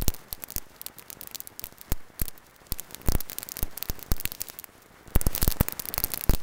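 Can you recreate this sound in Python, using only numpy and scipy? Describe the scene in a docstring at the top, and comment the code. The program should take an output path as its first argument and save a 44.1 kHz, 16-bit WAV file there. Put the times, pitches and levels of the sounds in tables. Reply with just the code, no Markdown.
"""A crackling fountain firework sprays sparks over a small microphone outdoors.
A blow just before the start has already pushed the microphone's capsule off its rest point. Sharp cracks
open the sound: bright noise bursts with a sizzle behind. The jet hisses underneath as coloured noise, far
bursts arrive as dull pops, and the nearest bursts jolt the capsule again. The crackle thins out between
about 4.6 and 5.1 s, then grows dense and strong, and the last moment is left to the jet and faint ticks."""
import sys
import numpy as np
from scipy import signal
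from scipy.fft import rfft, irfft
from scipy.io import wavfile
from scipy.ndimage import uniform_filter1d

SR = 44100
rng = np.random.default_rng(int(sys.argv[2]) if len(sys.argv) > 2 else 0)


def persist_wave(psi):
    """Save psi, clipped to +-1, as 16-bit WAV."""
    counts = np.round(np.clip(psi, -1, 1) * 32767).astype(np.int16)
    wavfile.write(sys.argv[1], SR, np.atleast_2d(counts).T)


N = 283122  # length in samples

# The close spark bursts. Each row: start in seconds, energy of the bright edge in dB,
# then body in dB and thump in dB, both counted from the edge.
CLOSE_BURSTS = [(0.015, -15.5, -1.5, -15), (0.023, -7.5, -9, -23), (0.0455, -24, -13, -18),
                (0.0813, -1.5, 4.5, -26), (0.09, -10.5, -9, -19), (0.1028, -21.5, 1, 1.5),
                (0.1405, -13.5, -4, -13), (0.1468, -14.5, -9, -6), (0.165, -29, 5, -12),
                (0.3279, -2.5, -8, -14.5), (0.3493, -31, 3, -4), (0.4235, -21, -5, -23),
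                (0.4379, -6.5, -5.5, -6.5), (0.4862, -24, -4, -1), (0.5046, -11, -7, -10),
                (0.521, -14.5, -1, -9), (0.5625, -3, -3, -33), (0.582, -5, -4, -15), (0.8149, -9, -11, -26),
                (0.8641, -10, -3, -17), (0.8658, -10, -7, -11), (0.8848, -26, -1, 0),
                (0.9855, -17.5, -5.5, -22), (0.9952, -17, -11, -10), (1.025, -30, -6, 7),
                (1.1027, -10, -6, -11), (1.129, -14, -2, -11), (1.212, -10.5, -5.5, -22),
                (1.2314, -21, -4, -8), (1.2355, -14, -21, -13), (1.2733, -11, -11, -13),
                (1.3126, -21, -9, -1), (1.3472, -15, 6.5, -9), (1.3572, -11.5, 3, -11),
                (1.4043, -7.5, -16, -23), (1.4063, -25, -6, -18), (1.4737, -13, -6.5, -27),
                (1.5951, -9, -5.5, -36), (1.6405, -6, -10.5, -10), (1.6573, -19, -9, -9),
                (1.6685, -14, -17, -16), (1.7839, -24.5, -7, -14), (1.8139, -13.5, -10, -16),
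                (1.9199, -2.5, -5, -18), (1.927, -12.5, -9, -19), (2.1947, -12.5, -6, -12),
                (2.1986, -10.5, -8, -15), (2.2154, -11.5, -12, -32), (2.2175, 1.5, -9, -19),
                (2.2554, -15, -16, -9), (2.2822, -7, -9, -20), (2.2871, -18.5, 3, -10),
                (2.3781, -21, -8, -19), (2.381, -30, -12, -5), (2.5633, -28.5, -1, -3),
                (2.7218, -2.5, -3, -22), (2.743, -31, 4, 6), (2.7862, -19.5, -8, -4.5),
                (2.7969, -6, 0.5, -14), (2.909, -22.5, -3, -1), (2.946, -13, 2.5, -6),
                (3.016, -21, -10, -2), (3.062, -20, -9, -5), (3.0748, -16, -3, -2), (3.086, -3, -5, -26),
                (3.0977, -20, 1, -16), (3.1209, -7.5, 2.5, -6.5), (3.1511, -4.5, -11, -31),
                (3.205, -7.5, -8, -15), (3.2084, -8, -6, -13), (3.2979, -7, -7, -11),
                (3.3187, -14.5, 2.5, -2), (3.3312, -12.5, -3, -12), (3.3849, -2, -12, -17),
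                (3.4058, -26, 2, 3), (3.4214, -27, 2, 6), (3.4303, -7.5, -6.5, -10.5),
                (3.489, -9.5, -9, -29), (3.5193, -8, 0, -14.5), (3.5408, -29, -2, -12),
                (3.5693, -8.5, -7, -6.5), (3.5864, -23, -9, -23), (3.591, -8, -5, -9),
                (3.622, -21, -2, -12), (3.6285, -1.5, -10.5, -33), (3.774, -20, -9, -3),
                (3.7771, -6.5, -12, -15), (3.826, -3.5, -3, -11), (3.8562, -24, 4.5, 0),
                (3.887, -16, -8, -4), (3.898, -5, -1.5, -26), (3.9929, -18, -7, -5),
                (4.0275, -9.5, -9, -13.5), (4.1177, -2, -2, -32), (4.1396, -26, 4, -4),
                (4.166, -17, -5, -10), (4.1805, -25, -10, 3), (4.2002, -7, -7, -23),
                (4.2098, -9.5, -14, -23), (4.2544, 1, -3, -5.5), (4.2762, -28.5, 10.5, 5),
                (4.3193, -6.5, -6, -10.5), (4.35, -22, 5, -7), (4.4038, -21, -6, -14),
                (4.4064, -10.5, -11, -15), (4.4115, -18, -16, -10), (4.4164, -2.5, -2, -20),
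                (4.4388, -35, 8, 3), (4.4856, -13, -10, -25), (4.4995, -14, -3, -1),
                (4.5888, -10, -14, -20), (4.5979, -14, -7, -21), (4.6423, -12, -16, -7),
                (4.8208, -31.5, -7, -20), (5.1058, -32, -1, -20), (5.153, -2.5, -10, -36),
                (5.1596, -4, -14, -32), (5.2139, -0.5, -19, -15), (5.2635, -25, -3, -3),
                (5.2677, -1.5, -6.5, -26), (5.3508, -0.5, -6, -21), (5.3612, -2.5, -3.5, -16),
                (5.3726, -28, 1, -2), (5.3793, -2, -5, -10), (5.4171, -5, -18, -9), (5.4208, -3, -9, -19),
                (5.4288, 3.5, -0.5, -28), (5.4458, -10, 2, -18), (5.45, -26, 7, -1), (5.478, 4, -8, -15),
                (5.4955, -27, -7, -16), (5.5021, -45, 10, 3), (5.5046, -10.5, -1, -9),
                (5.5154, -5.5, -6, -11), (5.523, -5.5, 1, -11), (5.544, -34, 4, 9), (5.569, -27.5, 0, 13),
                (5.6016, -9, -17, -13), (5.6087, -2, -14, -26), (5.6115, -1, -24, -23), (5.6302, -27, 4, 4),
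                (5.6335, -27, 5, -1), (5.6849, 0, -3.5, -3.5), (5.7076, -38, 6, 4), (5.724, -6.5, -9, -29),
                (5.795, -8.5, -5, -10), (5.799, -4.5, -7, -13.5), (5.8219, -17, -11, -9),
                (5.8551, -8.5, -10, -8), (5.8875, -3, -16, -21), (5.9404, 0, -7, -30), (5.9627, -34, 2, 0),
                (5.9797, 3, -5.5, -5), (5.9882, -20, -9, -10), (6.0023, -5.5, -11, -8),
                (6.0393, 7, -14, -20), (6.0464, -3.5, -23, -16), (6.0613, -29, 3, 10),
                (6.0694, -24, -4, -12), (6.1048, -17, -14, -9), (6.1188, -10, -8, -14),
                (6.137, -1.5, -6, -11), (6.1427, -6, -1, -5.5), (6.1587, -30, 6, -1),
                (6.1754, -4.5, -21, -10.5), (6.1943, -22, -7, -4), (6.2105, -6, -11, -9),
                (6.239, -4, -13, -19), (6.2953, -2, -5, -30), (6.306, -26, 2, -14), (6.3084, -8.5, -6, -9),
                (6.311, -10.5, -4, -4), (6.3175, -29, 4, -1), (6.336, -9, 0, -26), (6.3483, -6, -1.5, -10),
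                (6.3513, -20, -4, -10)]


def cracks():
    """Close bursts: the stronger the burst, the smaller its share of sizzle."""
    start_s, edge_db, body_db, thump_db = np.transpose(CLOSE_BURSTS)
    sizzle_db = -25 - 0.21 * edge_db  # counted from the edge, before the body adds to it
    return bursts(start_s, edge_db, body_db, thump_db, sizzle_db)


# Tone of the three parts of a burst. Each row: frequency in Hz, relative level in dB.
EDGE_TONE = [(3000, -23.5), (7000, -14.5), (8500, -9), (11000, -5), (14500, 1.5), (15600, -1.5),
             (16600, -20.5)]
BODY_TONE = [(1200, -23), (2500, -11.5), (3300, -8), (4400, -1), (5500, -4.5), (7000, -3.5), (10000, -16)]
THUMP_TONE = [(150, 3.5), (500, 2), (1000, 0), (1900, -1.5), (2600, -1.5), (5000, -41)]


def bursts(start_s, edge_db, body_db, thump_db, sizzle_db):
    """A burst has a bright edge, a body near 4 kHz, a thump below and a sizzle behind."""
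    edge = fronts(start_s, edge_db, EDGE_TONE, debris_ms=0.13)
    body = fronts(start_s, edge_db + body_db, BODY_TONE, debris_ms=0.17)
    thump = fronts(start_s, edge_db + thump_db, THUMP_TONE, debris_ms=0.14)
    # a body stronger than the edge lifts the sizzle too
    crumbs = sizzle(start_s, edge_db + np.maximum(body_db, 0) + sizzle_db)
    return edge + body + thump + crumbs


def fronts(start_s, energy_db, tone, debris_ms):
    """Each burst is a shock front trailed by ragged debris, coloured and scaled to its energy."""
    ms = np.arange(64) * 1000 / SR
    debris = np.exp(-ms / debris_ms) * rng.standard_normal((len(start_s), len(ms)))
    grains = undb(-2) * debris
    grains[:, 0] += 1  # the shock front itself
    grains = signal.fftconvolve(grains, response(tone)[None, :192], axes=1)
    size = np.sqrt(np.sum(grains ** 2, axis=1))
    grains *= (undb(energy_db) / size)[:, None]
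    length = grains.shape[1]
    out = np.zeros(N + length)
    places = (start_s * SR).astype(int)[:, None] + np.arange(length)
    np.add.at(out, places, grains)
    return out[:N]


# Tone of the sizzle and of its longer tail. Each row: frequency in Hz, relative level in dB.
FIZZ_TONE = [(1500, -31), (3000, -11.5), (4500, -4.5), (9000, 3), (13500, 4.5), (15500, 7), (16100, -41),
             (16800, -69)]
AFTERGLOW_TONE = [(1500, -14.5), (3000, -1), (5000, 0), (10000, 2), (13000, -4), (15600, 4), (16000, -54)]


def sizzle(start_s, level_db):
    """Burning crumbs fizz on for a few milliseconds; a weaker, duller part lasts longer."""
    starts = spikes(start_s, undb(level_db))
    fizz = colour(fade(starts, ms=1.82) * rng.standard_normal(N), FIZZ_TONE)
    afterglow = colour(fade(starts, ms=5.9) * rng.standard_normal(N), AFTERGLOW_TONE)
    return fizz + undb(-14) * afterglow


def small_sparks(hiss_db, count):
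    """Faint bursts at random times, each one's level set by the hiss at that moment."""
    time_draw, level_draw, body_draw = rng.random((count, 3)).T
    start_s = time_draw * (N - 1) / SR
    extra_db = 11.0 - 4.0 * np.log(1 - np.minimum(level_draw, .97))  # few are much louder
    edge_db = hiss_db[(start_s * SR).astype(int)] + extra_db
    return bursts(start_s, edge_db, body_db=-6 + 14 * body_draw, thump_db=-2.0, sizzle_db=-23.5)


# How fast the capsule drifts back: the cutoffs in Hz of two coupling stages.
SETTLE_CUTOFFS = (10.5, 4.36)
# Blows on the capsule. Each row: start in seconds, shift of the rest point, size of a puff of a few ms,
# both as signed input to the filters below (1 is full scale).
BLOWS = [(-0.0126, -0.31, -0.009), (0.023, -0.21, 0.076), (0.0814, 0.25, 0.064), (0.3272, -0.04, -0.0019),
         (0.5622, -0.094, 0.013), (1.4037, -0.007, 0.004), (1.6402, -0.022, -0.0016), (1.92, -0.29, 0.074),
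         (1.9252, -0.03, 0.049), (2.2173, -0.23, 0.055), (2.2829, -0.014, -0.004), (2.721, -0.13, 0.025),
         (3.0638, 0.02, 0.012), (3.0861, -0.33, -0.039), (3.089, -0.024, 0.0098), (3.1209, 0.068, 0.056),
         (3.1514, -0.31, 0.0017), (3.1545, -0.045, 0.044), (3.3836, 0.022, -0.031), (3.6289, -0.22, 0.049),
         (3.898, -0.13, -0.012), (4.1173, -0.38, 0.082), (4.2545, 0.057, 0.043), (4.321, -0.006, -0.006),
         (4.417, -0.015, -0.000013), (5.0814, -0.019, 0.046), (5.153, -0.11, 0.14), (5.16, -0.51, -0.046),
         (5.1628, 0.11, -0.055), (5.2156, -0.056, 0.1), (5.2676, -0.37, -0.03), (5.272, 0.054, -0.021),
         (5.3509, -0.036, -0.013), (5.3787, -0.022, 0.044), (5.4169, -0.076, 0.07), (5.4284, -0.25, -0.03),
         (5.4325, 0.03, -0.034), (5.4458, -0.0066, 0.002), (5.4781, -0.29, -0.12), (5.6088, -0.34, -0.19),
         (5.6116, 0.27, 0.11), (5.685, 0.0086, -0.0048), (5.7962, 0.036, -0.059), (5.941, 0.057, -0.068),
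         (5.9792, 0.0047, 0.12), (6.0378, 0.004, -0.0064), (6.0022, -0.019, -0.007), (6.0398, -0.1, 0.033),
         (6.2952, -0.43, -0.11), (6.3087, -0.069, 0.12), (6.3117, 0.034, 0.054), (6.3361, -0.25, -0.029),
         (6.3481, -0.041, 0.075)]


def jolts():
    """A blow shifts the capsule's rest point, which creeps back with an overshoot, and adds a puff."""
    start_s, shift, puff = np.transpose(BLOWS)
    slap = -0.28 * shift - 0.057 * puff  # holds the blow back at first
    lead = SR // 10  # room for the blow that lands before the start
    fast, slow = np.exp(-2 * np.pi * np.array(SETTLE_CUTOFFS) / SR)
    settling = np.convolve([1, -fast], [1, -slow])
    drift = signal.lfilter([1, -1], settling, spikes(start_s, shift, lead))
    puffs = fade(spikes(start_s, puff, lead), ms=4.8)
    slaps = fade(spikes(start_s, slap, lead), ms=0.43)
    return uniform_filter1d(drift + puffs + slaps, size=5)[lead:]


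# Dull far pops. Each row: start in seconds, level in dB.
FAR_POPS = [(0.2238, -40), (0.3925, -40), (0.6678, -38.5), (0.8999, -36), (1.1714, -35), (1.2233, -38),
            (1.248, -37.5), (1.627, -38), (1.636, -39), (1.7252, -33.5), (1.9054, -42), (2.0093, -43),
            (2.1027, -37), (2.6177, -37), (2.6716, -41), (2.8097, -42), (2.9254, -32.5), (2.983, -37),
            (3.0, -36), (3.048, -37), (3.598, -42), (3.6584, -37), (3.732, -38), (3.931, -39),
            (3.9849, -32), (4.024, -39), (4.0626, -37), (4.0852, -36), (4.153, -43), (4.191, -41),
            (4.381, -42), (4.8618, -41), (4.9416, -39), (5.0105, -39), (5.111, -38), (5.2265, -36),
            (5.264, -37), (5.309, -33), (5.331, -33), (5.4027, -38), (5.4585, -40), (5.561, -30.5),
            (5.6507, -38), (5.731, -30), (5.8942, -34), (5.9031, -36), (5.9075, -32), (6.057, -32),
            (6.108, -36), (6.162, -35), (6.1779, -36), (6.1865, -36), (6.267, -34.5)]


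def pops(roar_db, count):
    """A far burst is a rounded pressure dip under 1 ms, then a long weak rebound; small ones are random."""
    start_s, level_db = np.transpose(FAR_POPS)
    time_draw, level_draw = rng.random((count, 2)).T
    extra_db = 5.0 - 3.3 * np.log(1 - np.minimum(level_draw, .96))
    small_db = roar_db[(time_draw * (N - 1)).astype(int)] + extra_db
    train = spikes(start_s, undb(level_db)) + spikes(time_draw * N / SR, undb(small_db))
    before = 88  # samples of the shape ahead of the deepest point
    ms = np.arange(-before, 400) * 1000 / SR
    dip = np.exp(-(ms / 0.29) ** 2 / 2)
    rebound = np.maximum(ms, 0) * np.exp(-np.abs(ms) / 1.6)
    shape = 1.4 * rebound * dip.sum() / rebound.sum() - dip  # rebound area is 1.4 times the dip's
    return signal.fftconvolve(train, shape)[before:N + before]


# The jet's rise and fall. Each row: time in seconds, roar in dB, hiss in dB (both before the flutter).
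JET_COURSE = [(0.0, -60, -58.5), (0.12, -52.5, -55.5), (0.46, -55, -58.5), (0.66, -56.5, -58),
              (0.89, -55, -60.5), (1.3, -55, -58), (2.59, -57.5, -62.5), (2.72, -54.5, -56.5),
              (3.55, -52, -55.5), (3.88, -51.5, -55), (4.13, -55, -57.5), (4.49, -54, -52),
              (4.65, -57.5, -60), (4.92, -55, -60.5), (5.18, -52, -59), (5.36, -45.5, -45.5),
              (5.49, -51.5, -51), (5.72, -47.5, -53), (5.87, -50.5, -55), (6.02, -47, -52.5),
              (6.2, -51, -53.5), (6.42, -54.5, -53.5)]


def jet_levels():
    """Slide in straight lines from row to row, for the roar and for the hiss."""
    time_s, *columns = np.transpose(JET_COURSE)
    return [np.interp(np.arange(N) / SR, time_s, column) for column in columns]


# Tone of the jet's two parts. Each row: frequency in Hz, relative level in dB per Hz.
ROAR_TONE = [(40, 0.5), (110, -5), (500, -3.5), (1270, -3.5), (1750, -4.5), (2250, -7.5), (2500, -17.5),
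             (3600, -18.5), (6000, -69)]
HISS_TONE = [(1500, -14), (2600, 4), (3200, 1), (5300, 0.5), (8150, -1.5), (14600, -3.5), (15750, -3),
             (16050, -63)]


def jet(roar_db, hiss_db):
    """Burning gas makes a low roar and a thin hiss: coloured noise whose levels flutter."""
    roar_flutter_db = -0.63 + 2.0 * walk(rate=60)
    hiss_flutter_db = -3.0 + 2.06 * walk(rate=40)
    roar = colour(rng.standard_normal(N), ROAR_TONE) * undb(roar_db + roar_flutter_db)
    hiss = colour(rng.standard_normal(N), HISS_TONE) * undb(hiss_db + hiss_flutter_db)
    return roar + hiss


def walk(rate):
    """Slide between random levels, with `rate` new ones a second."""
    hold = int(SR / rate)
    levels = np.repeat(rng.standard_normal(N // hold + 1), hold)
    return uniform_filter1d(levels, hold)[:N]


def spikes(seconds, sizes, lead=0):
    """One sample of the given size at each time, after `lead` extra samples."""
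    out = np.zeros(N + lead)
    places = (np.asarray(seconds) * SR).astype(int) + lead
    np.add.at(out, np.clip(places, 0, N + lead - 1), sizes)
    return out


def fade(x, ms):
    """Every sample dies away with this time constant."""
    return signal.lfilter([1], [1, -np.exp(-1000 / (ms * SR))], x)


def undb(db):
    """Turn dB into a plain factor."""
    return 10 ** (np.asarray(db) / 20)


def gains(tone, size):
    """Read a tone table, on a log frequency scale, at the bins of a transform."""
    hz, db = np.transpose(tone)
    bin_hz = np.arange(size // 2 + 1) * SR / size
    return undb(np.interp(np.log(np.maximum(bin_hz, 1)), np.log(hz), db))


def response(tone):
    """Short filter for a tone table: it reacts at once (minimum phase, via the cepstrum), energy 1."""
    cepstrum = irfft(np.log(gains(tone, size=2048)))
    cepstrum[1:1024] *= 2  # fold the backward half onto the forward half
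    cepstrum[1025:] = 0
    taps = irfft(np.exp(rfft(cepstrum)))[:512]
    return taps / np.sqrt(np.sum(taps ** 2))


def colour(x, tone):
    """Give a sound the tone of a table."""
    return signal.fftconvolve(x, response(tone))[:N]


def scene():
    """Add the sparks, the jolts, the far pops and the jet into one channel."""
    roar_db, hiss_db = jet_levels()
    sparks = cracks() + small_sparks(hiss_db, count=500)
    background = pops(roar_db, count=500) + jet(roar_db, hiss_db)
    return (sparks + jolts() + background)[None]


def record(dry):
    """The preamp flattens the loudest fronts; a symmetric top cut rings on both sides of a crack."""
    ceiling = 0.6  # of full scale
    soft = dry / (1 + (np.abs(dry) / ceiling) ** 4) ** .25
    top_cut = signal.ellip(8, .1, 40, 17100, fs=SR, output="sos")  # cutoff in Hz
    return signal.sosfiltfilt(top_cut, soft)  # forward and backward


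dry = scene()
out = record(dry)
persist_wave(out)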